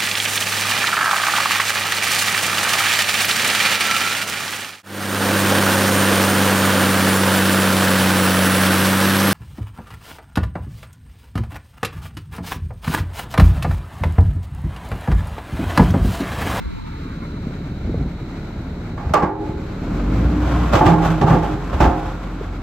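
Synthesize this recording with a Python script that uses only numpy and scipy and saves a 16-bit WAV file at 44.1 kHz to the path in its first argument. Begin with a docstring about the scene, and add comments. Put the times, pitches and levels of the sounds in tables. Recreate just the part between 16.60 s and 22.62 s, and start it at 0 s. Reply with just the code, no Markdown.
"""Dump truck tipping soil

On an open dirt road a diesel idles under a hollow, swirling rush, revs up to lift the bed, sinks back.
Clods thud on the heap, soil slides out and its drag makes the bed hum. The hanging steel tailgate
bangs against the bed and rings. A limiter ducks under the hardest bangs."""
import sys
import numpy as np
from scipy import signal
from scipy.fft import rfft, irfft, next_fast_len
from scipy.io import wavfile
from scipy.ndimage import uniform_filter1d, minimum_filter1d, map_coordinates

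SR = 44100
rng = np.random.default_rng(int(sys.argv[2]) if len(sys.argv) > 2 else 0)


def master(y):
    """Save y as 16-bit WAV."""
    cut = np.clip(np.atleast_2d(y).T, -1, 1)
    pcm = np.round(cut * 32767)  # scale
    wavfile.write(sys.argv[1], SR, pcm.astype(np.int16))


N = 265482

# Source spectra. Each row: frequency in Hz, relative level in dB.
EXHAUST_SPECTRUM = [(24, -39.5), (40, -22), (62, 3), (95, -1), (180, -1), (215, -5.5), (290, -4.5),
                    (400, -14.5), (600, -20.5), (1000, -37), (2500, -100)]
CLATTER_SPECTRUM = [(200, -2.5), (500, 2), (880, 2.5), (1100, -2), (1400, 1.5), (1800, -7), (2200, -4.5),
                    (3000, -16.5), (4400, -17), (5200, -21.5), (7500, -25), (9000, -35), (9800, -52),
                    (13000, -28), (15000, -64)]
HYDRAULIC_SPECTRUM = [(2800, -3.5), (3550, -4), (3750, 5.5), (4030, 7), (4250, 1.5), (5100, -19),
                      (5400, -22.5)]
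SWIRL_SPECTRUM = [(400, -23), (650, -14), (900, 6.5), (1200, 0), (1800, -13), (2100, -6.5), (3000, -19.5),
                  (4500, -39)]
PANEL_SPECTRUM = [(150, 11.5), (300, 9.5), (400, 7), (480, 5), (650, -6.5), (830, 16), (980, 2), (1180, 4),
                  (1400, -1.5), (1650, -6), (2200, -11), (3000, -30.5), (5000, -38), (9000, -58)]
CRUSH_SPECTRUM = [(150, -9.5), (300, 2), (550, 8), (1000, -2), (1400, -18), (2000, -10), (2800, -12.5),
                  (4000, -18.5), (5500, -22.5), (8000, -30), (10000, -61), (12500, -32.5), (15000, -60)]
BED_SPECTRUM = [(25, -23), (55, -11), (95, -4), (155, -10.5), (220, -10), (350, -9.5), (600, -34.5),
                (1500, -101)]
CRACK_SPECTRUM = [(300, -4), (600, 5.5), (1200, 11), (2000, -7), (3500, -16.5), (6000, -18), (8500, -22),
                  (10000, -36.5), (12500, -21.5), (15000, -42)]
SOIL_SPECTRUM = [(100, 13.5), (350, -3.5), (800, 8.5), (1400, 4.5), (2200, -7), (3500, -10), (5200, -23),
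                 (7500, -22.5), (9000, -32), (9800, -52.5), (11000, -28), (13300, -33), (14500, -48)]
# Stereo widths. Each row: frequency in Hz, side re mid in dB.
EXHAUST_SOIL_WIDTH = [(80, -62), (170, -66), (300, -73), (550, 1), (1000, -9.5), (2000, -9.5), (4000, -5.5),
                      (5500, 3.5), (8000, -3.5), (12000, 2)]
BLOCK_WIDTH = [(300, -70), (550, -21), (1000, -4.5), (1400, -5.5), (2000, -7), (3000, 0), (4000, -2.5),
               (5500, -1)]
GATE_WIDTH = [(60, -31), (130, -26.5), (600, -9), (1800, -13), (2600, -1), (4000, -7), (5500, -3.5)]
# Tailgate balance. Each row: frequency in Hz, left re right in dB.
GATE_BALANCE = [(80, 1.5), (200, -2), (420, -1), (620, -14), (880, -1), (1200, -4.5), (1750, -2),
                (2400, -4), (5000, 3.5), (8000, 0.5)]
# Lower edge of the band opposed in left and right. Each row: time in seconds, edge in Hz.
OPPOSED_EDGE = [(.1, 80), (.23, 130), (.28, 267), (.37, 460), (.6, 595), (1.0, 764), (1.4, 905),
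                (1.9, 1500), (2.3, 4000)]
# Big clods landing. Each row: start in seconds, level in dB, pitch in Hz.
CLOD_LANDINGS = [(0.058, -15, 67), (0.869, -15.5, 220), (1.294, -14, 314), (1.343, -10.5, 460),
                 (1.35, -15, 115), (1.411, -10.5, 153), (1.987, -18, 106), (2.464, -12.5, 69),
                 (2.508, -15, 89.5), (2.634, -1.5, 196), (2.894, -14.5, 118), (3.816, -14, 110),
                 (4.143, -4, 100), (4.26, -1.5, 97.5), (4.458, -9, 185), (4.644, -4.5, 146),
                 (4.705, -4.5, 146), (4.939, -13, 125), (5.146, -11.5, 66.8), (5.209, -5, 155),
                 (5.216, -2.5, 57.5), (5.269, -6.5, 63), (5.811, -12.5, 420)]
# Tailgate blows. Each row: start in seconds, ring in dB, hardness (0 earth-cushioned, 1 bare steel),
# bed boom in dB, crushed earth re ring in dB, crack re ring in dB, place along the gate (0 to 1),
# ring time as a multiple of a free gate's.
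GATE_BLOWS = [(2.375, -32, 0.91, -54, -7, -22, 0.65, 1.5), (2.491, -38, 0.94, -37, -2, 1, 1, 0.67),
              (2.537, -3, 0.82, -10, -9, 7.5, 0, 0.86), (2.622, -10, 0.28, -18, -10.5, -19, 0.42, 0.98),
              (4.132, -22, 0.96, -13, 5.5, 4.5, 0.75, 1.1), (4.153, -16, 0.4, -21, 0.5, -7.5, 0.42, 1),
              (4.208, -11.5, 0.28, -22, -20, -22, 1, 0.68),
              (4.259, -10.5, 0.38, -4, -2.5, -7.5, 0.42, 1.12),
              (4.338, -20.5, 0.29, -9.5, -25, -15, 0.91, 1.3),
              (4.612, -17, 0.081, -13, -3, -14.5, 0.45, 1.12),
              (4.679, -17, 0.28, -19, -7.5, -16, 0.41, 0.77),
              (4.708, -15, 0.45, -7.5, -11.5, -15, 0.29, 0.8),
              (4.737, -16, 0.24, -11, -11, -13, 0.48, 0.85), (4.825, -22, 0.27, -34, -8, -15, 0.89, 0.7),
              (5.128, -28.5, 0.78, -27, -2, -12, 1, 0.87), (5.203, -13.5, 1, -4.5, -3.5, -4, .85, 0.58),
              (5.226, -17, .7, -10, -4, -9, 0.42, 0.59), (5.252, -14, 0.27, -9, -22, -16, 1, 0.96),
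              (5.312, -25.5, 0.58, -23.5, -13, -17.5, .9, .6)]
# Gate modes. Each row: frequency in Hz, level in dB struck at one end, at the other, T60 in seconds.
GATE_MODES = [(216, 2, -18, 0.29), (312.2, 1, -0.5, 1.4), (360, -5.5, -1, 0.68), (403, -4.5, -11, 1.4),
              (414.4, -1, -22, 1.84), (507, 3.5, -15.5, 0.49), (533, -35, -5, 1.16), (546, -12, -34, 1.5),
              (598, 9.5, -28, 0.2), (689, -7.5, -3.5, .6), (724, -11.5, -2, 0.77), (773, -14, -3.5, 0.52),
              (817.5, 2, 0.5, 0.66), (853, -5.5, -15.5, 0.98), (871, -5, 4, 0.44), (948, -1, -8.5, 0.34),
              (1056, -1.5, -8, 0.38), (1129, 4.5, -5.5, 0.19), (1176, 6, -23, 0.3), (1189, -1.5, -5, 0.26),
              (1350, -20.5, -18, 0.28), (1613, -9, -14, 0.34), (1764, -11.5, -11.5, .17)]
# Decay of the steel panels. Each row: frequency in Hz, T60 in seconds.
PANEL_DECAY = [(200, 0.65), (900, 0.57), (2000, 0.47), (5000, 0.4)]
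# Modes of the loaded bed. Each row: frequency in Hz, level in dB, T60 in seconds.
BED_BOOM_MODES = [(64.5, -23, 0.16), (100.4, -11.5, 0.095), (147, 6.5, 0.05), (160.6, -3.5, 0.19)]
# Bed modes driven by the dragging load. Each row: frequency in Hz, level in dB.
BED_HUM_MODES = [(168, -1.5), (312, -7.5)]
# Masses of soil giving way. Each row: start, attack and hold in seconds, rush and bed hum in dB.
SOIL_SURGES = [(3.763, 0.14, 0.051, -29.5, -36), (4.117, 0.019, 0.022, -19, -29),
               (4.237, 0.031, 0.022, -20, -10.5), (4.397, 0.042, 0.038, -22.5, -33),
               (4.652, 0.034, 0.039, -24.5, -19.5), (4.807, 0.054, 0.063, -29.5, -42),
               (5.123, 0.013, 0.023, -32, -44), (5.194, 0.012, .04, -23, -28.5),
               (5.352, 0.035, 0.1, -34.5, -46)]

TIME_S = np.arange(N) / SR
IDLE_HZ, REV_HZ, LIFT_HZ = 36.23, 59.45, 43.1  # firing rates


def amp(db):
    """Decibels to gain."""
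    return 10 ** (np.asarray(db) / 20)


def unit(x):
    """x at rms 1."""
    return x / np.sqrt(np.mean(x ** 2) + 1e-20)


def along(points, hz):
    """(Hz, value) points read on a log axis."""
    point_hz, values = np.transpose(points)
    return np.interp(np.log(hz + 1), np.log(point_hz), values)


def wobble(rate_hz):
    """Smooth random curve, rate_hz knots a second."""
    knots = rng.standard_normal(int(N * rate_hz / SR) + 4)
    grid = np.arange(0, len(knots) - 1, 1 / 16)
    return np.interp(TIME_S * rate_hz, grid, map_coordinates(knots, [grid]))


def swell(start_s, rise_s, hold_s, fall_s):
    """0 to 1 and back: smooth attack, hold, exponential release."""
    t = TIME_S - start_s
    attack = np.sin(np.pi / 2 * np.clip(t / rise_s, 0, 1)) ** 2
    return attack * np.exp(-np.maximum(t - rise_s - hold_s, 0) / fall_s)


def filtered(x, response):
    """x through a gain given as a function of Hz."""
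    size = x.shape[-1]
    padded = next_fast_len(size + SR // 5)
    return irfft(rfft(x, padded) * response(np.fft.rfftfreq(padded, 1 / SR)), padded)[..., :size]


def coloured(x, spectrum):
    """x shaped by a (Hz, dB) spectrum, at rms 1."""
    return unit(filtered(x, lambda hz: amp(along(spectrum, hz))))


def noise(spectrum, size=N):
    """Two independent coloured noises."""
    return coloured(rng.standard_normal((2, size)), spectrum)


def gritty_noise(spectrum, size, lumpy_db):
    """Noise pair whose gain jumps about every millisecond: stones crushed in turn."""
    knots = rng.standard_normal(size // 40 + 2)
    grit = amp(lumpy_db * np.interp(np.linspace(0, len(knots) - 1, size), np.arange(len(knots)), knots))
    return coloured(rng.standard_normal((2, size)) * grit, spectrum)


def spread(pair, width):
    """Mid and side to left and right, the side shaped by width."""
    side = filtered(pair[1], lambda hz: amp(along(width, hz)))
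    return np.array([pair[0] + side, pair[0] - side])


def add(track, start_s, sound):
    """Mix a sound into a track."""
    room = track[..., round(start_s * SR):][..., :sound.shape[-1]]
    room += sound[..., :room.shape[-1]]


def strokes(cycles, depth):
    """Gain of rms 1 that swells once a cycle."""
    return unit(np.exp(depth * np.cos(2 * np.pi * cycles)))


def throttle(rev_s=3.12, spin_up_s=0.64, coast_s=4.05, sag_s=0.8):
    """One push on the pedal revs the engine, which sinks to a fast idle; the pump stays loaded."""
    fuel = swell(start_s=3.02, rise_s=0.56, hold_s=0.38, fall_s=0.44)
    pump_load = swell(rev_s, spin_up_s, N / SR, sag_s)
    revving = swell(rev_s, spin_up_s, coast_s - rev_s - spin_up_s, sag_s)
    return fuel, pump_load, IDLE_HZ + (LIFT_HZ - IDLE_HZ) * pump_load + (REV_HZ - LIFT_HZ) * revving


def exhaust(firings, firing_hz, speed_hz, fuel):
    """Pipe-coloured tones and puffs; unequal cylinders add half orders. 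The level dips briefly early on."""
    tones = np.zeros(N)
    for order in np.arange(3, 25) / 2:
        half_order_cut_db = (2.2 + 5 * fuel) * (order % 1 > 0)
        tone_db = along(EXHAUST_SPECTRUM, order * firing_hz) - half_order_cut_db + 4.5 * wobble(8)
        tones += amp(tone_db) * np.sin(2 * np.pi * (order * firings + rng.random()))
    puffs = spread(noise(EXHAUST_SPECTRUM) * strokes(firings, depth=0.067), EXHAUST_SOIL_WIDTH)
    level_db = -30 + 12.5 * fuel - 4 * np.log2(speed_hz / IDLE_HZ)
    dip_db = -2 * swell(start_s=0.022, rise_s=0.12, hold_s=0.23, fall_s=0.044)
    return amp(level_db + dip_db) * (amp(-3) * unit(tones) + amp(-1) * puffs)


def pipe_drone(firings, firing_hz, fuel, centre_hz=299, half_width_hz=11, jitter_rad=0.46):
    """At high revs the fifth harmonic meets a pipe resonance."""
    resonance = 1 / np.hypot(1, (5 * firing_hz - centre_hz) / half_width_hz)
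    gain = fuel * amp(-23 + 3 * wobble(35)) * resonance
    return gain * np.sin(2 * np.pi * 5 * firings + jitter_rad * wobble(60))


def engine():
    """Six cylinders fire in turn: firing tone, exhaust, block clatter and the hydraulic pump's hiss."""
    fuel, pump_load, speed_hz = throttle()
    firing_hz = speed_hz * (1 + 0.00708 * wobble(9))
    firings = np.cumsum(firing_hz) / SR
    boom_db = -35.5 + 11.5 * fuel + 6.5 * pump_load + 0.44 * wobble(18)
    boom = amp(boom_db) * np.sqrt(2) * np.sin(2 * np.pi * firings)
    pipe = exhaust(firings, firing_hz, speed_hz, fuel) + pipe_drone(firings, firing_hz, fuel)
    clatter = noise(CLATTER_SPECTRUM) * strokes(firings, depth=0.064)
    clatter *= amp(-42 + 5.5 * fuel + 1.23 * wobble(25.35))
    hiss = noise(HYDRAULIC_SPECTRUM) * strokes(firings / 2, depth=0.099) * amp(-53.5 - 1.2 * TIME_S)
    return boom + pipe + spread(clatter + hiss, BLOCK_WIDTH)


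def swirl(echo_gain=0.89, delay_s=0.00183, drift_s_per_s=0.00151, hold_s=0.54, fall_s=0.4):
    """A fading rush whose reflection comes ever later: comb notches sweep down."""
    rush = noise(SWIRL_SPECTRUM)[0]
    reflection = np.interp(TIME_S - delay_s - drift_s_per_s * TIME_S, TIME_S, rush)
    fade = np.exp(-np.maximum(TIME_S - hold_s, 0) / fall_s)
    return unit(rush + echo_gain * reflection) * amp(-43.5 + 3.2 * wobble(30)) * fade


def hollow_start(pair, top_hz=1130, opposed_rad=2.65, mid_db=-1, recover_s=0.54):
    """Lows start opposed in left and right, then centre from the bass up. Treble starts on the right."""
    hz, t, (left, right) = signal.stft(pair, SR, nperseg=1024)
    hz = hz[:, None]
    edge_hz = np.interp(t, *np.transpose(OPPOSED_EDGE))
    band = hz ** 8 / (hz ** 8 + edge_hz ** 8) / (1 + (hz / top_hz) ** 8)
    mid = (left + right) / 2 * amp(mid_db * band * np.exp(-t / recover_s))
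    side = (left - right) / 2 * (1 - band) ** 2
    left_lag_s = np.interp(t, [2.33, 2.88], [0.00047, 0])
    twist = np.exp(0.5j * opposed_rad * band - 1j * np.pi * left_lag_s * np.maximum(hz - 1990, 0))
    twisted = np.array([(mid + side) * twist, (mid - side) / twist])
    return signal.istft(twisted, SR, nperseg=1024)[1][:, :N]


def clods(puff_db=-12, cycles_per_t60=8.5, attack_s=0.001, low_cut_hz=36):
    """Each clod lands with a damped thud and a puff of loose earth."""
    heap, t = np.zeros(N), np.arange(SR // 4) / SR
    for start_s, level_db, hz in CLOD_LANDINGS + tumble():
        t60_s = cycles_per_t60 / hz  # heavier clods sound lower and longer
        puff = noise([(40, -7), (150, 16.5), (450, -0.5), (900, -15.5), (2500, -79)], len(t))[0]
        thud = np.sin(2 * np.pi * hz * t) + amp(puff_db) * puff
        add(heap, start_s, thud * amp(level_db + 2.5 - 60 * t / t60_s) * (1 - np.exp(-t / attack_s)))
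    return filtered(heap, lambda hz: hz ** 4 / (hz ** 4 + low_cut_hz ** 4))


def tumble(count=9, start_s=1.245, length_s=0.23, level_db=-14.5, pitch_hz=71):
    """A lump breaks up and its pieces land at uneven times; rows as in CLOD_LANDINGS."""
    return [(start_s + length_s * (k + 0.189 * abs(late)) / count,
             level_db + 1.3 * size, pitch_hz * np.exp(0.22 * pitch))
            for k, (late, size, pitch) in enumerate(rng.standard_normal((count, 3)))]


def gate_ring(place, tilt, t60_scale, size, detune=0.004, wander_rad=0.72, flutter_db=2.5):
    """The place struck weights the modes; soil on the steel damps, detunes and flutters them."""
    mode_hz, one_end_db, other_end_db, t60_s = np.transpose(GATE_MODES)
    count = len(mode_hz)
    strengths = amp(one_end_db + place * (other_end_db - one_end_db))
    weights = np.sqrt(2) * strengths / np.linalg.norm(strengths) * tilt(mode_hz)
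    scatter = amp(rng.normal(0, 1.96, (2, count))) * np.exp(2j * np.pi * rng.random((2, count)))
    detuned_hz = mode_hz * (1 + detune * rng.standard_normal(count))
    t, knots_s = np.arange(size) / SR, np.linspace(0, size / SR, 36)
    ring = np.zeros((2, size))
    for share, hz, life_s in zip((weights * scatter).T, detuned_hz, t60_scale * t60_s):
        age_s = t[:int(life_s * SR)]
        wander, flutter = (np.interp(age_s, knots_s, v) for v in rng.standard_normal((2, len(knots_s))))
        envelope = amp(flutter_db * flutter - 60 * age_s / life_s)
        mode = envelope * np.exp(1j * (2 * np.pi * hz * age_s + wander_rad * wander))
        add(ring, 0, np.outer(share, mode).real)
    return ring


def panel_ring(t60_scale, size=SR // 3):
    """Crowded modes of the steel panels; the high ones die first."""
    hz, t, spectra = signal.stft(noise(PANEL_SPECTRUM, size), SR, nperseg=256)
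    t60_s = t60_scale * along(PANEL_DECAY, hz)[:, None]
    return signal.istft(spectra * amp(-60 * t / t60_s), SR, nperseg=256)[1][:, :size]


def crush(hardness, treble_db_per_oct):
    """Earth crushed in the gap; harder blows make it last longer."""
    t = np.arange(SR // 5) / SR
    decay_s = np.interp(hardness, [0, 1], [0.023, 0.039])
    earth = gritty_noise(CRUSH_SPECTRUM, len(t), lumpy_db=2.5)
    tilted = filtered(earth, lambda hz: amp(treble_db_per_oct * np.log2(np.maximum(hz, 1400) / 1400)))
    return tilted * np.exp(-t / decay_s)


def bed_boom(rumble_db=-7, rumble_t60_s=0.23, attack_s=0.0037):
    """The loaded bed answers a blow with low modes and rumble."""
    t = np.arange(SR // 5) / SR
    thump = sum(amp(db - 60 * t / t60_s) * np.sin(2 * np.pi * (hz * t + rng.random()))
                for hz, db, t60_s in BED_BOOM_MODES)
    rumble = amp(rumble_db - 60 * t / rumble_t60_s) * noise(BED_SPECTRUM, len(t))
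    return (thump + rumble) * (1 - np.exp(-t / attack_s))


def crack(attack_s=0.0019, hold_s=0.0085):
    """Steel meets steel: a gritty burst that stops short."""
    t = np.arange(SR // 30) / SR
    envelope = (1 - np.exp(-t / attack_s)) * np.exp(-(t / hold_s) ** 4)
    return gritty_noise(CRACK_SPECTRUM, len(t), lumpy_db=1.5) * envelope


def tailgate(modes_db=-2, panels_db=-4, attack_s=0.0016):
    """Each blow cracks, crushes earth, rings the gate and booms through the bed."""
    gate, t = np.zeros((2, N)), np.arange(SR * 3 // 4) / SR
    for start_s, ring_db, hardness, boom_db, crush_db, crack_db, place, t60_scale in GATE_BLOWS:
        db_per_oct = np.interp(hardness, [0, 1], [-3.5, 8.5])  # earth dulls, bare steel clangs
        tilt = lambda hz: amp(ring_db + db_per_oct * np.log2(np.clip(hz, 200, 1400) / 800))
        blow = amp(modes_db) * gate_ring(place, tilt, t60_scale, len(t))
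        add(blow, 0, amp(panels_db) * filtered(panel_ring(t60_scale), tilt))
        add(blow, 0, amp(ring_db + crush_db) * crush(hardness, 0.099 * db_per_oct))
        add(blow, 0, amp(boom_db + 2) * bed_boom())
        add(gate, start_s, blow * (1 - np.exp(-t / attack_s)))
        add(gate, start_s, amp(ring_db + crack_db) * crack())
    balance = lambda hz: amp(np.outer([0.5, -0.5], along(GATE_BALANCE, hz)))
    return filtered(spread(gate, GATE_WIDTH), balance)


def slide_gains(peak_s=4.02, peak_db=-27.5, rise_db_per_s=17.5, fall_db_per_s=6.5):
    """Gains of rush and bed hum: the slide grows and wanes; surges add rush and drive the hum."""
    t = TIME_S - peak_s
    flow = amp(peak_db + np.minimum(rise_db_per_s * t, -fall_db_per_s * t))
    drag = np.zeros(N)
    for start_s, rise_s, hold_s, rush_db, hum_db in SOIL_SURGES:
        flow = np.hypot(flow, amp(rush_db) * swell(start_s, rise_s, hold_s, fall_s=0.053))
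        drag = np.hypot(drag, amp(hum_db) * swell(start_s, rise_s, hold_s, fall_s=0.25))
    return flow, drag


def soil(crumbs_per_s=1100, crumb_decay_s=0.0046, crumb_db=-5, rush_db=-2):
    """Sliding soil: a lumpy rush, crumbs pattering on the heap, the bed humming from the drag."""
    landings = rng.random((2, N)) < crumbs_per_s / SR
    t = np.arange(SR // 100) / SR
    patter = rng.standard_normal((2, len(t))) * np.exp(-t / crumb_decay_s)
    crumbs = signal.fftconvolve(landings * rng.standard_normal((2, N)), patter, axes=1)[:, :N]
    slide = amp(crumb_db) * coloured(crumbs, SOIL_SPECTRUM) + amp(rush_db) * noise(SOIL_SPECTRUM)
    hum = sum(amp(db + 3.4 * wobble(30)) * np.sin(2 * np.pi * np.cumsum(hz + 5.5 * wobble(35)) / SR)
              for hz, db in BED_HUM_MODES)
    flow, drag = slide_gains()
    lumps = amp(wobble(12) + 1.2 * wobble(90))
    hum_pan = amp([[-1], [2.5]])
    return spread(slide * flow * lumps, EXHAUST_SOIL_WIDTH) + hum * drag * hum_pan


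def scene():
    """Truck, soil and tailgate in the open air."""
    return hollow_start(engine() + swirl() + soil() + clods()) + tailgate()


def record(dry, hold_s=0.24, release_s=0.02, knee_rms=0.69, ceiling=0.84, low_hz=27, top_hz=14300):
    """Gain ducks after loud bangs, a fast limiter catches peaks, a band-pass follows."""
    rms = np.sqrt(np.abs(uniform_filter1d(np.mean(dry ** 2, axis=0), SR // 100)))
    span = int(hold_s * SR) // 2 * 2 + 1
    held = minimum_filter1d(knee_rms / np.maximum(rms, knee_rms), span, origin=span // 2)
    pole = np.exp(-1 / (release_s * SR))
    released = 1 - signal.lfilter([1 - pole], [1, -pole], 1 - held)
    ducked = dry * np.minimum(held, released)
    peak_gain = ceiling / np.maximum(np.abs(ducked).max(axis=0), ceiling)
    limited = ducked * uniform_filter1d(minimum_filter1d(peak_gain, SR // 500), SR // 500)
    return filtered(limited, lambda hz: (hz < top_hz) * hz ** 8 / (hz ** 8 + low_hz ** 8))


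dry = scene()
out = record(dry)
master(out)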